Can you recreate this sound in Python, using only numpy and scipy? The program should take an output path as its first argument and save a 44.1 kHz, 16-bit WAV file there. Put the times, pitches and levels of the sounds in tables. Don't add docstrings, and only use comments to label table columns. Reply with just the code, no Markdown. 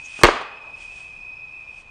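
import sys
import numpy as np
from scipy import signal
from scipy.fft import rfft, irfft
from scipy.io import wavfile

SR = 44100
rng = np.random.default_rng(int(sys.argv[2]) if len(sys.argv) > 2 else 0)


def wav_record(signal):
    frames = np.transpose(np.atleast_2d(signal))
    bounded = np.clip(frames, -1, 1)
    quanta = np.round(bounded * 32767).astype(np.int16)
    wavfile.write(sys.argv[1], SR, quanta)


N = 83790
TIME = np.arange(N) / SR
BIN_HZ = np.arange(N // 2 + 1) * SR / N
POP_S = 0.2346


# pitch in Hz, level in dB, t60 in seconds.
BORE_MODES = [(343.4, 1, 0.038), (440.5, 0.5, 0.039), (585, 4.5, 0.023), (685, -3, .025),
              (778.5, -3, 0.022), (926, 3, .026), (1090, 4.5, 0.023), (1253, 1, .03), (1608, -1, 0.031),
              (2152, -4, 0.043), (2820, -11.5, 0.029), (3710, -8, .016), (4502, -2, 0.011)]
# frequency in Hz, relative level in dB.
CRACK_COLOUR = [(150, -27.5), (400, 3), (1200, -1.5), (2500, 6), (5000, -14.5), (9000, -28)]

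def pop():
    age = TIME - POP_S
    rings = sum((-1) ** k * from_db(db) * np.sin(2 * np.pi * hz * age) * decay(POP_S, t60)
                for k, (hz, db, t60) in enumerate(BORE_MODES))
    white = rng.standard_normal(N)
    bright = rms_one(white - lowpass(white, hz=1000, order=1))
    snap = from_db(10) * bright * decay(POP_S, t60=0.0018)
    crack = from_db(1.5) * noise(CRACK_COLOUR) * decay(POP_S, t60=0.0097)
    return rings + snap + crack


def puff():
    start = POP_S + 0.0055
    start_hz, end_hz, sag_s = 115, 27, 0.007
    age = np.maximum(TIME - start, 0)
    hz = end_hz + (start_hz - end_hz) * np.exp(-age / sag_s)
    return from_db(-11) * tone(hz * (age > 0)) * decay(start, t60=0.16)


# time in seconds, level in dB.
RUB_FADER = [(0, -52), (.035, -51.5), (.055, -48), (.16, -43.5), (.22, -38), (.25, -72), (.72, -64.5),
             (.82, -48), (.89, -54), (1.0, -48), (1.1, -58), (1.4, -69.5), (1.73, -62.5), (1.78, -55),
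             (1.82, -55), (1.83, -66.5)]
# frequency in Hz, relative level in dB.
RUB_COLOUR = [(300, -15.5), (1000, -9), (1800, -1), (2400, 4), (3200, 5), (4000, -7), (4600, -2.5),
              (5500, -3), (7200, -5.5), (8500, -4), (9500, -8)]

def plunger():
    friction = rms_one(noise(RUB_COLOUR) * from_db(drift(rate=210)))
    return ride(RUB_FADER) * friction


# start in seconds, level in dB, t60 in seconds.
TICK_RUSH_CUES = [(.191, -33, 0.059), (0.212, -32, .3), (1.822, -58, .012)]
# frequency in Hz, relative level in dB.
TICK_RUSH_COLOUR = [(100, -13.5), (400, -0.5), (1100, 0), (1700, -7.5), (2400, -33), (9000, -20.5)]

def ticks_and_rush():
    envelope = sum(from_db(db) * decay(start, t60) for start, db, t60 in TICK_RUSH_CUES)
    return noise(TICK_RUSH_COLOUR) * envelope


# peak time in seconds, length in seconds, centre in Hz,
# bandwidth in Hz, level in dB.
CONTACT_CUES = [(0.058, 0.032, 6500, 1100, -45.5), (0.2697, .003, 6525, 2000, -25)]

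def contacts():
    return sum(from_db(db) * band_noise(hz, width_hz) * swell(peak, length)
               for peak, length, hz, width_hz, db in CONTACT_CUES)


# delay in seconds, level in dB, treble cutoff in Hz.
SLAP_TAPS = [(.0089, -8, 8000), (0.0171, -8.5, 4000), (.0267, -21.5, 3060), (.036, -28, 5050),
             (0.0507, -10.5, 1950)]

def slaps(shot):
    thin = signal.sosfilt(signal.butter(2, 280, "high", fs=SR, output="sos"), shot)
    return sum(from_db(db) * lowpass(np.interp(TIME - delay, TIME, thin, left=0), hz)
               for delay, db, hz in SLAP_TAPS)


# frequency in Hz, relative level in dB, t60 in seconds.
YARD_REVERB = [(60.04, -19, .22), (180, -15, 0.6), (348, -1, .42), (654, 1, .5), (1107, 2, 0.52),
               (1690, -2.5, 0.61), (2720, -8, 0.71), (4300, -14, 0.53), (6100, -18, .4), (9000, -27, .38)]
# frequency in Hz, relative level in dB.
FAR_COLOUR = [(60, -33.5), (200, -19), (400, -5.5), (1000, 0.5), (1700, -9), (3500, -22.5), (9000, -45)]

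def scatter():
    wash = rfft(noise(YARD_REVERB))
    edges_hz = np.geomspace(20, SR / 2, 20)
    yard = 0
    for low, high in zip(edges_hz, edges_hz[1:]):
        band = irfft(wash * (BIN_HZ >= low) * (BIN_HZ < high), N)
        t60 = at_hz(YARD_REVERB, np.sqrt(low * high), column=2)
        yard += band * decay(POP_S, t60)
    near = from_db(-10.5) * noise(CRACK_COLOUR) * decay(POP_S, t60=0.13)
    far = from_db(-34) * noise(FAR_COLOUR) * decay(POP_S, t60=1.47)
    ring = from_db(-22.5) * band_noise(hz=1166, width_hz=90) * decay(POP_S, t60=0.62)
    bloom = 1 - np.exp(-np.maximum(TIME - POP_S, 0) / 0.011)
    return near + bloom * (from_db(-14) * yard + ring + far)


# peak time in seconds, length in seconds, level in dB.
RETURN_CUES = [(0.368, 0.024, -33.5), (0.417, 0.02, -28.5), (.66, .1, -48)]
# frequency in Hz, relative level in dB.
RETURN_COLOUR = [(150, -24), (330, -5), (700, 1), (1150, 3), (1700, -13), (3000, -17.5), (5000, -26.5),
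                 (9000, -35)]

def late_returns():
    swells = sum(from_db(db) * swell(peak, length) for peak, length, db in RETURN_CUES)
    return noise(RETURN_COLOUR) * swells


# pitch in Hz, relative level in dB, pitch wander in Hz.
INSECT_VOICES = [(2433, -6, 19), (2500, 1, 17.48), (2543, -2.5, 26.32), (2569, -4, 30.1)]
# time in seconds, level in dB.
INSECT_FADER = [(0, -36.5), (.08, -41.5), (.19, -38), (.25, -45.5), (.55, -43), (.66, -39.5), (1.1, -39.5),
                (1.45, -39.5), (1.78, -39.5), (1.83, -45.5), (1.9, -46)]

def insects():
    flutter_db = 2.0
    chorus = 0
    for hz, db, wander_hz in INSECT_VOICES:
        voice = tone(hz + wander_hz * drift(rate=25))
        chorus += from_db(db + flutter_db * drift(rate=15)) * voice
    return ride(INSECT_FADER) * rms_one(chorus)


# pitch in Hz, level in dB, pulses per second, start and end in seconds.
CHIRP_VOICES = [(5160, -63, 25, .3, 1.83), (5440, -69, 28, 1.15, 1.83)]

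def chirpers():
    wander_hz, uneven_db = 18, 2.5
    chorus = 0
    for hz, db, pulse_rate, start, end in CHIRP_VOICES:
        pace = pulse_rate * (1 + 0.12 * drift(rate=8))
        pulses = tone(pace / 2) ** 2
        voice = tone(hz + wander_hz * drift(rate=25))
        fade = np.clip(np.minimum(TIME - start, end - TIME) / 0.05, 0, 1)
        chorus += from_db(db + uneven_db * drift(rate=10)) * pulses * voice * fade
    return chorus


# frequency in Hz, relative level in dB.
AIR_COLOUR = [(25, 1), (60, -5.5), (120, -7.5), (250, -16), (550, -16), (1050, -12.5), (1550, -22),
              (3000, -22.5), (5000, -31.5), (9000, -42)]
# time in seconds, level in dB.
AIR_FADER = [(0, -53.5), (.22, -55), (.27, -51), (.56, -58.5), (.72, -52), (1.9, -53.5)]

def air():
    return ride(AIR_FADER) * noise(AIR_COLOUR)


def from_db(db):
    return 10 ** (np.asarray(db) / 20)


def rms_one(x):
    return x / np.sqrt(np.mean(x ** 2) + 1e-20)


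def ride(fader):
    return from_db(np.interp(TIME, *np.transpose(fader)))


def decay(start, t60):
    return (TIME >= start) * np.exp(-np.log(1000) * np.maximum(TIME - start, 0) / t60)


def swell(peak, length):
    return np.exp(-(2 * (TIME - peak) / length) ** 2)


def at_hz(rows, hz, column=1):
    rows = np.array(rows)
    return np.interp(np.log(hz + 1e-9), np.log(rows[:, 0]), rows[:, column])


def lowpass(x, hz, order=2):
    return signal.sosfilt(signal.butter(order, hz, fs=SR, output="sos"), x)


def tone(hz):
    return np.sin(2 * np.pi * np.cumsum(hz) / SR)


def shaped_noise(gains):
    return rms_one(irfft(rfft(rng.standard_normal(N)) * gains, N))


def noise(colour):
    return shaped_noise(from_db(at_hz(colour, BIN_HZ)) * (BIN_HZ > 20))


def band_noise(hz, width_hz):
    return shaped_noise(1 / (1 + (2 * (BIN_HZ - hz) / width_hz) ** 2))


def drift(rate):
    return shaped_noise(1 / (1 + (BIN_HZ / rate) ** 2))


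def scene():
    shot = pop()
    foreground = shot + slaps(shot) + puff() + scatter() + plunger() + ticks_and_rush() + contacts()
    return (foreground + insects() + chirpers() + air() + late_returns())[None]


def record(dry):
    mic_top_hz, cutoff_hz = 9400, 16800
    heard = signal.sosfilt(signal.ellip(8, 0.3, 70, mic_top_hz, fs=SR, output="sos"), dry)
    clipped = np.clip(heard, -1, 1)
    return signal.sosfilt(signal.cheby2(16, 80, cutoff_hz, fs=SR, output="sos"), clipped)


dry = scene()
out = record(dry)
wav_record(out)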